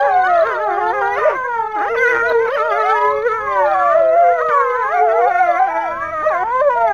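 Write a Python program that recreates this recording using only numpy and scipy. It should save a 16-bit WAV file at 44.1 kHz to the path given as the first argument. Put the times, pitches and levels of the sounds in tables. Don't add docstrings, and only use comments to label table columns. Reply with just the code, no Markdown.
import sys
import numpy as np
from scipy import signal
from scipy.fft import rfft, irfft
from scipy.io import wavfile
from scipy.ndimage import uniform_filter1d, minimum_filter1d

SR = 44100
rng = np.random.default_rng(int(sys.argv[2]) if len(sys.argv) > 2 else 0)


def generate_wav(signal):
    frames = np.transpose(np.atleast_2d(signal))
    scaled = np.clip(frames, -1, 1) * 32767
    pcm = np.round(scaled).astype(np.int16)
    wavfile.write(sys.argv[1], SR, pcm)


N = 305613

# [f/Hz, relative level/dB per Hz]
RUMBLE_COLOUR = [(20, -11), (40, -11.5), (70, -3.5), (100, -5.5), (150, -6), (220, -3.5), (400, -12),
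                 (1000, -23.5), (4000, -48.5)]
# [f/Hz, peak level/dB against the rumble's rms]
HUM_TONES = [(30, -3), (60, -6), (88, -1.5), (120, -10)]
# [start t/s, end t/s, level/dB against the calm]
GUSTS = [(0, .5, 5.5), (0.754, 1.49, 3.5), (1.903, 2.49, 5.5), (3.069, 3.48, 7), (3.5, 4.5, 2.5),
         (4.495, 4.95, -3.5), (5.048, 5.5, 0), (5.902, 6.93, 6.5)]
# [t/s, peak level/dB before limiting and sampling]
CLICKS = [(3.977, -17), (3.993, -17), (4.486, -12), (4.492, -9)]
# [f/Hz, level/dB]
THROAT_COLOUR = [(800, -6.5), (1300, 8), (1700, 3), (2100, -5), (2400, -12), (2700, -21), (3100, -23),
                 (4000, -25)]
# [f/Hz, relative level/dB per Hz]
BREATH_COLOUR = [(250, -26), (500, -13), (1000, -13), (1600, -7), (2200, -10), (2800, -13), (4000, -9)]
# [middle t/s, half length/s, level/dB, tone f/Hz that sets the noise band]
VOICE_BREAKS = [(.48, 0.069, -31.5, 1200), (1.201, 0.061, -26, 1530), (1.288, 0.088, -20.5, 1440),
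                (1.809, 0.089, -32.5, 1080), (1.963, 0.025, -26, 1410), (2.156, 0.044, -26, 1870),
                (2.317, 0.028, -24.5, 920), (2.479, 0.045, -29.5, 1230), (2.573, 0.022, -23.5, 1510),
                (3.966, 0.042, -32.5, 880), (6.481, 0.043, -33.5, 1190)]
# [t/s, beat f/Hz, depth 0-1]
GROWL_BEAT = [(2.05, 150, 0), (2.115, 147, .3), (2.165, 126, .95), (2.235, 113, 0)]
YODELS = { "low": [(.05, 0.094, 3.9), (.48, 0.18, 5.2), (.635, 0.2, 3.46), (.79, 0.055, 1.6),
          (2.02, 0.095, 1.28), (2.105, 0.085, 1.15), (2.3, 0.17, 1.2), (2.665, 0.14, 2.27),
          (2.795, 0.14, 1.44), (2.91, 0.17, 0.97), (3.36, 0.13, 1.03), (3.93, 0.071, 1.7),
          (4.205, 0.12, 3.3), (4.795, .12, 1.66), (5.048, 0.12, 2.68), (5.168, 0.14, 3.15),
          (5.28, 0.09, 2.4)], "middle": [(5.04, 0.099, 0.86), (5.41, 0.075, 1.21), (5.725, 0.062, 1.8)],
          "high": [(1.195, 0.072, 4), (1.465, .09, 1.355), (2.755, .11, 1.8), (6.125, 0.0591, 1.113)],
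          "yelping": [(1.165, 0.065, 1.7)], }
HOWL_PATHS = { "low": [ [(0, 405, -20, 1.72), (.14, 412, -24, 0.57), (.24, 369.8, -29, 0.31),
              (.41, 340.2, -29, 0.82), (.49, 346.8, -15, 1.94), (.58, 352.8, -26, 1.66),
              (.74, 352.4, -23.5, 0.46), (.92, 352.6, -24, 0.47), (.94, 421, -23, 1.23),
              (1.04, 396.3, -19, 0.71), (1.21, 412.5, -22.5, 0), (1.245, 511, -23, 0.097),
              (1.257, 608, -10, .3), (1.288, 631, -8.5, .3), (1.296, 451, -24, 0), (1.38, 313, -31, 0)],
              [(1.75, 366.6, -25, 0.32), (1.8, 287.2, -30.5, 0.14), (1.84, 403.4, -22, 0.94),
              (1.885, 629, -24, 1.7), (1.92, 712.6, -27.5, 1.55), (1.95, 657, -18.5, 1.36),
              (1.965, 496, -21.5, 1.5), (2.1, 474, -13, 1.65), (2.16, 466, -21.5, 1.44),
              (2.26, 462.6, -21, 1.4), (2.37, 465.4, -23.5, 1.15), (2.43, 527.6, -27, 1.5),
              (2.45, 518, -22.5, 1.34), (2.47, 486, -18, 1.3)], [(2.455, 457.5, -21, 0.92),
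              (2.49, 434.4, -24.5, 1.3), (2.53, 613.6, -22.5, 1.52), (2.555, 624.6, -17, 1.8),
              (2.565, 482.5, -23.5, 1.37), (2.6, 426.4, -21, 1.37), (2.74, 402, -19, 1.02),
              (3.215, 431.3, -16.5, 2), (3.272, 500, -11, 2.13), (3.297, 426.4, -20, 1.63),
              (3.44, 420.6, -26, 1.26), (3.61, 375, -26.5, 1), (3.71, 338.8, -33.5, 0.75),
              (4.14, 347.5, -35.5, 1.56), (4.275, 384, -28.5, 1.4), (4.34, 503.5, -30.5, 1.44),
              (4.4, 480.6, -25.5, 1.57), (4.43, 613.5, -24, 1.1), (4.47, 633, -22, 0.42)],
              [(4.49, 539.7, -13, 1.5), (4.52, 442.7, -19.5, 1.32), (4.57, 507.6, -18.5, 1.24),
              (4.66, 425.7, -25, 1.54), (4.94, 410, -24, 1.05), (5.0, 372, -25, 0.86),
              (5.1, 360.1, -24.5, 0.82), (5.24, 358.3, -20.5, 0.8), (5.39, 362.8, -22, 0.67),
              (5.56, 334.4, -22, 0.55), (5.585, 352, -24, 0.69), (5.6, 397, -22.5, 0.66),
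              (5.66, 389.2, -24.5, 0.74), (5.695, 318.3, -24.5, 0.3)], [(5.68, 325, -26, 0.3),
              (5.84, 334.4, -29, 0.55), (6.15, 321.6, -34.5, 0.52), (6.23, 308, -29, 0.17)],
              [(6.215, 308.6, -26, 0.17), (6.26, 600, -19, 0.88), (6.285, 590, -30, 1.8),
              (6.31, 419.4, -23, 1), (6.35, 337.5, -26, 0.71), (6.445, 383, -14, 0.63)],
              [(6.425, 413.8, -28.5, 0.84), (6.54, 512, -14.5, 0.85), (6.61, 519.7, -10, 0.68),
              (6.62, 606.4, -9, 0.18), (6.69, 556.4, -7, 0.42), (6.7, 494, -12, 0.92),
              (6.76, 473.6, -15.5, 0.73), (6.85, 453.7, -19.5, 1.02), (6.93, 388.5, -16, 0.64)]],
              "middle": [ [(0, 554, 0, 0.49), (.1, 575, -16.5, 0.72), (.13, 529, -22.5, 1.36),
              (.23, 513, -22, 1.23), (.3, 644, -19, 1.22), (.37, 639.4, -10.5, 0.93),
              (.44, 547, -23.5, 1.1), (.51, 518, -18.5, 1.4), (.6, 434, -22.5, 0.8), (.75, 396, -17, 0.43),
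              (.91, 444, -12.5, 0.82), (.94, 526, -22, 0.31), (1.01, 529, -14.5, 0.53),
              (1.02, 465, -17, 1.11), (1.15, 489, -19, 1.26), (1.2, 623, -15.5, 1.51),
              (1.33, 578, -18.5, 0.89), (1.37, 523, -22, 0.67), (1.56, 465, -17, 0.78),
              (1.74, 426, -22, 0.98), (1.9, 401, -15.5, 0.53)], [(1.89, 460, -16, -0.52),
              (2.03, 470, -10.5, -0.65), (2.17, 461, -23.5, -0.095), (2.33, 468, -11, -0.53),
              (2.4, 458, -13.5, -0.12), (2.47, 462, -16, 0.061), (2.59, 618, -30, 0.26),
              (2.74, 576, -23.5, 0.44), (2.85, 600, -21.5, 0.85), (3.06, 586, -22, 0.45),
              (3.16, 556, -18, 0.39), (3.29, 569, -45, 0.21)], [(3.3, 484, -15, 0.27),
              (3.36, 482, -25.5, 0.67), (3.51, 591, -22, 0.66), (3.63, 570, -11.5, 0.35),
              (3.73, 622, -12, 0.68), (3.75, 560, -17, 0.94), (3.93, 597, -13.5, 1.03),
              (3.97, 660, -11.5, 0.45), (4.11, 640, -10, 0.26), (4.16, 685, -11, 0.31),
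              (4.28, 697, -5.5, 0.57), (4.35, 686, -14.5, 0.66), (4.4, 621, -15.5, 0.9),
              (4.45, 644, -16, 1.06), (4.55, 568, -10, 1.1), (4.74, 506, -18.5, 1.16),
              (4.82, 497, -17.5, 1.05), (4.88, 545, -19.5, 1.27), (4.95, 725, -11.5, 0.73),
              (5.09, 666, -12.5, 0.21), (5.16, 662, -11.5, 0.69), (5.25, 724, -13, 0.54),
              (5.36, 699, -11, 0.89), (5.54, 707, -15, 0.11), (5.68, 790, -15.5, 0.92), (5.75, 839, -24, 1),
              (5.81, 901, -20, 0.71), (5.89, 640, -21.5, 0.42), (5.96, 555, -38, 0.2)]],
              "high": [ [(0, 783.5, 10.5, 0.92), (.05, 829, -14.5, 1), (.15, 735, -12.5, 0.37),
              (.26, 744, -12, 1), (.45, 632.5, -10.5, 0.17)], [(.49, 617, -20.5, 1.17),
              (.64, 614, -20.5, 0.085), (.71, 680, -24, 1), (.8, 552, -20.5, 0.9)], [(1.16, 497.7, -28, 0),
              (1.25, 500, -15, 1.42), (1.31, 461, -19.5, 0.84), (1.36, 530.5, -20, 1.29),
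              (1.52, 477, -21, 1.17), (1.65, 417.9, -20, 0.55), (1.71, 434.7, -28.5, 1.2),
              (1.82, 411.4, -18, 0)], [(2.48, 530, -29, .5), (2.6, 598.4, -18, 0.64),
              (2.71, 644.4, -17, 0.66), (2.82, 639, -14, 1.06), (2.86, 752, -19.5, 0.55),
              (2.91, 765, -10.5, 1), (2.96, 951, -16.5, 0.85), (3.11, 1017, -15, 0.86),
              (3.14, 1090, -29, 1.22), (3.24, 1240, -37, 1.37)], [(3.46, 1099, -15.5, 1.02),
              (3.56, 1005, -16, 0.89), (3.69, 793, -15, 0.65), (3.86, 698, -17, 0.44),
              (3.95, 640, -13.5, 0.15), (4.04, 535, -20, 0.12), (4.15, 504, -22, 0.14),
              (4.17, 620, -16, -0.37), (4.25, 511, -11.5, -0.14), (4.36, 495, -25, 0.076),
              (4.54, 479.3, -21, -0.13), (4.76, 490.4, -13.5, -0.49), (4.84, 437, -30, 0.1),
              (4.96, 429, -25.5, 0.18), (5.09, 441, -11.5, -0.76), (5.26, 494, -14.5, -0.23),
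              (5.34, 718, -38, 1.5), (5.43, 731, -17, 1.15), (5.5, 607, -14, 0.57),
              (5.59, 525.7, -25, 1.08), (5.84, 464.5, -27, 1.05), (5.96, 512, -23, 1.05),
              (6.045, 601.5, -19.5, 1.13), (6.15, 631, -16, 0.86), (6.23, 603.3, -17.5, 1.16),
              (6.29, 643, -20, 1.6), (6.32, 561, -17.5, 1.1), (6.38, 510.4, -20.5, 1.04),
              (6.44, 494, -22.5, 0.66)]], "yelping": [ [(1, 684.5, -35, 0.44), (1.08, 754, -27, 0.49),
              (1.14, 663, -31.5, 1.1), (1.2, 644, -8, 1.1)], [(2.21, 586, -36, 0.19),
              (2.25, 684, -25, 0.28), (2.33, 621, -15.5, 0.19)], [(6.24, 604, -42.5, 0.17),
              (6.27, 618, -10, 0.31), (6.34, 625, -24.5, 0.33), (6.42, 711, -33.5, 0.44)],
              [(6.75, 630, -17, 0.32), (6.78, 695, -21, 0.38), (6.85, 678, -13, 0.31),
              (6.93, 664, -25, 0.27)]], }
HOWL_VOICES = { "low": [(-6, 0.47, -1.2, -0.9, -8), (-7, 0.064, 2.3, 0, -1), (-5, 0.99, -1.15, -0.5, 1.5),
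               (-17.5, 1, -2.3, 0, 5), (-13, 0.75, 0.32, -0.24, 9.5), (-18, 0.57, -2.7, 1, 4),
               (-16, 0, 0.88, 0, 0)], "middle": [(-15, -2.2, -3.5, -1.17, -3), (-10.5, 1, -5.5, -4, 1),
               (-15, -0.38, -1.3, 1, 0.5)], "high": [(-19, 1.8, -5, -4.5, -7), (-19, 2.5, -4, 6, -3),
               (-22, -4, -0.5, 2.5, 5.5), (-18, -1.5, -1.5, -5.5, 1.5), (-28.5, -1.8, -0.5, 2, -1.8)],
               "yelping": [(-15, -2.5, -6, 4, 6), (-8, 6.5, 0, -7.5, -1), (-17, -6, -7, 5.5, 5),
               (-13, -18.5, 1, 12, 7)], }

CALM_DB, GUST_EDGE_S, BUFFET_DB = -54.5, .04, 2
TREES_T60_S, TREES_DB = .5, -19
MOUTH_HZ = 500
MOUTH_OCTAVES, MOUTH_FALL_DB = .36, 18
RING_HZ, RING_OCTAVES = 2250, .13
WAVER, DRIFT = .002, .004
BREAK_JITTER = .012
FLUTTER_DB, SHIMMER_DB = 1.4, 1.18
HOARSE_DB = .55
LEAP_PER_S = 5
LEAP_DULL_DB = .5
EDGE_S = .015
BREATH_DB, BREATH_FOLLOWS = -17, .9
CEILING = .72
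CAMERA_HZ = 8000
LIFT_HZ, LIFT = 10900, 1.9
OFFSET, TOP_HZ = -.0028, 15600


def undb(db):
    return 10 ** (np.asarray(db) / 20)


def shape_db(table, hz):
    f, db = np.transpose(table)
    return np.interp(np.log(np.maximum(hz, 1)), np.log(f), db)


def coloured(table, count):
    hz = np.arange(count // 2 + 1) * SR / count
    spectrum = rfft(rng.standard_normal(count)) * undb(shape_db(table, hz))
    noise = irfft(spectrum, count)
    return noise / noise.std()


def walk(rate, count):
    hold = int(SR / rate)
    steps = np.repeat(rng.standard_normal(count // hold + 1), hold)
    return 1.4 * uniform_filter1d(uniform_filter1d(steps, hold), hold)[:count]


def rumble():
    t = np.arange(N) / SR
    hum = np.zeros(N)
    for hz, db in HUM_TONES:
        level = undb(db + 2 * walk(16, N))
        hum += level * np.sin(2 * np.pi * (hz * t + .11 * walk(12, N)))
    gust_db = np.zeros(N)
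    for start, end, db in GUSTS:
        gust_db += db * np.clip(np.minimum(t - start, end - t) / GUST_EDGE_S + .5, 0, 1)
    level = undb(CALM_DB + gust_db + BUFFET_DB * walk(15, N))
    return level * (coloured(RUMBLE_COLOUR, N) + hum)


def faint_clicks():
    s, db = np.transpose(CLICKS)
    pulses = np.bincount((s * SR).astype(int), undb(db), N)
    return np.convolve(pulses, np.hanning(11), "same")


def trees(voices):
    t = np.arange(SR // 2) / SR
    tail = rng.standard_normal(len(t)) * undb(-60 * t / TREES_T60_S) * (t > .012)
    tail = tail / np.sqrt(np.sum(tail ** 2))
    return undb(TREES_DB) * signal.fftconvolve(voices, tail)[:N]


def breath(voices):
    highpass = signal.butter(4, 1350, "high", fs=SR, output="sos")
    pressed = signal.sosfilt(highpass, voices)
    effort = (uniform_filter1d(pressed ** 2, size=3000) + 1e-12) ** (BREATH_FOLLOWS / 2)
    return undb(BREATH_DB) * effort * coloured(BREATH_COLOUR, N) * undb(1.5 * walk(12, N))


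def rasps():
    out = np.zeros(N)
    for s, half_length, db, hz in VOICE_BREAKS:
        count = int(2 * max(half_length, .01) * SR)
        pulses = rng.standard_normal(count) * undb(1.2 * walk(150, count))
        band = [hz / 3.1, min(hz * 1.8, RING_HZ)]
        burst = signal.sosfilt(signal.butter(4, band, "band", fs=SR, output="sos"), pulses)
        start = int(s * SR) - count // 2
        out[start:start + count] += undb(db) * np.hanning(count) * burst / burst.std()
    return out


def growl(t):
    s, beat_hz, depth = np.transpose(GROWL_BEAT)
    phase = 2 * np.pi * np.cumsum(np.interp(t, s, beat_hz)) / SR
    return 1 + np.interp(t, s, depth) * np.sin(phase)


def smooth_pitch(t, s, pitch_hz, yodels):
    rise = np.zeros(len(t))
    for top, length, semitones in yodels:
        rise += semitones * np.cos(np.pi * np.clip((t - top) / length, -.5, .5)) ** 2
    glide = uniform_filter1d(np.interp(t, s, pitch_hz), size=450, mode="nearest")
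    return glide * 2 ** (rise / 12)


def low_harmonics_db(hz, mouth_hz, voice_db):
    levels = []
    for k in range(1, 4):
        octaves_off = np.log2(k * hz / mouth_hz)
        mouth_db = -MOUTH_FALL_DB * np.log10(1 + (octaves_off / MOUTH_OCTAVES) ** 2)
        if k == 1:
            own_db = 20 * np.log10(np.hypot(undb(mouth_db), undb(voice_db[0])))
        else:
            own_db = mouth_db + voice_db[k - 1]
        throat_db = shape_db(THROAT_COLOUR, np.maximum(k * hz, RING_HZ)) - shape_db(THROAT_COLOUR, RING_HZ)
        levels.append(own_db + throat_db)
    return levels


def unsteady_phase(t, hz):
    count = len(t)
    rough = sum(np.clip(1 - np.abs(t - middle) / half, 0, 1) for middle, half, _, _ in VOICE_BREAKS)
    hz = hz * (1 + BREAK_JITTER * rough * walk(200, count))
    unsteady = 1 + WAVER * walk(60, count) + DRIFT * walk(15, count)
    return hz, 2 * np.pi * np.cumsum(hz * unsteady) / SR


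def howl(rows, yodels, voice_db, growls):
    s, pitch_hz, level_db, opening = np.transpose(rows)
    at = np.arange(int(max(s[0], 0) * SR), min(int(s[-1] * SR), N))
    t = at / SR
    count = len(t)
    hz = smooth_pitch(t, s, pitch_hz, yodels)
    leap = np.clip(np.abs(np.gradient(np.log(hz))) * SR / LEAP_PER_S - 1, 0, 3)
    mouth_hz = MOUTH_HZ * 2 ** np.interp(t, s, opening)
    low_db = np.interp(t, s, level_db) + np.array(low_harmonics_db(hz, mouth_hz, voice_db))
    hz, phase = unsteady_phase(t, hz)
    voice = np.zeros(count)
    for k in range(1, 12):
        if k <= 3:
            db = low_db[k - 1]
        else:
            throat_db = shape_db(THROAT_COLOUR, k * hz) - shape_db(THROAT_COLOUR, 3 * hz)
            ring = np.exp(-(np.log2(k * hz / RING_HZ) / RING_OCTAVES) ** 2)
            db = low_db[2] + throat_db - voice_db[3] * (k - 3) + voice_db[4] * ring
        db = db - LEAP_DULL_DB * leap * (k - 1)
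        khz = np.minimum(k * hz, CAMERA_HZ / 2) / 1000
        db = db + HOARSE_DB * khz ** 2 * walk(150, count)
        db = db + FLUTTER_DB * np.sqrt(k) * walk(25.21, count)
        heard = k * hz < CAMERA_HZ / 2
        voice += heard * undb(db) * np.sin(k * phase + 2 * np.pi * rng.random())
    voice = voice * undb(SHIMMER_DB * walk(80, count))
    if growls:
        voice = voice * growl(t)
    edge = np.clip(np.minimum(t - s[0], s[-1] - t) / EDGE_S, 0, 1)
    return np.bincount(at, np.sqrt(2) * voice * edge, N)


def pack():
    voices = np.zeros(N)
    for wolf, paths in HOWL_PATHS.items():
        for rows, voice_db in zip(paths, HOWL_VOICES[wolf]):
            voices += howl(rows, YODELS[wolf], voice_db, growls=wolf == "low")
    voices = voices + rasps()
    return voices + breath(voices)


def scene():
    wolves = pack()
    return (rumble() + faint_clicks() + trees(wolves) + wolves)[None]


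def limit(x):
    gain = minimum_filter1d(CEILING / np.maximum(np.abs(x), CEILING), size=800)
    return x * uniform_filter1d(gain, size=400)


def spline_playback(coarse):
    padded = np.pad(coarse, (1, 3), mode="edge")
    place = np.arange(N) * CAMERA_HZ / SR + .5
    i, u = place.astype(int), place % 1
    before = (1 - u) ** 2 / 2 * padded[i]
    middle = (.5 + u - u ** 2) * padded[i + 1]
    after = u ** 2 / 2 * padded[i + 2]
    return before + middle + after


def record(dry):
    coarse = signal.resample_poly(limit(dry[0]), CAMERA_HZ, SR)
    curve = spline_playback(coarse)
    highpass = signal.butter(4, LIFT_HZ, "high", fs=SR, output="sos")
    lifted = curve + LIFT * signal.sosfiltfilt(highpass, curve)
    top_cut = signal.ellip(8, .2, 70, TOP_HZ, fs=SR, output="sos")
    return signal.sosfilt(top_cut, lifted + OFFSET)[None]


dry = scene()
out = record(dry)
generate_wav(out)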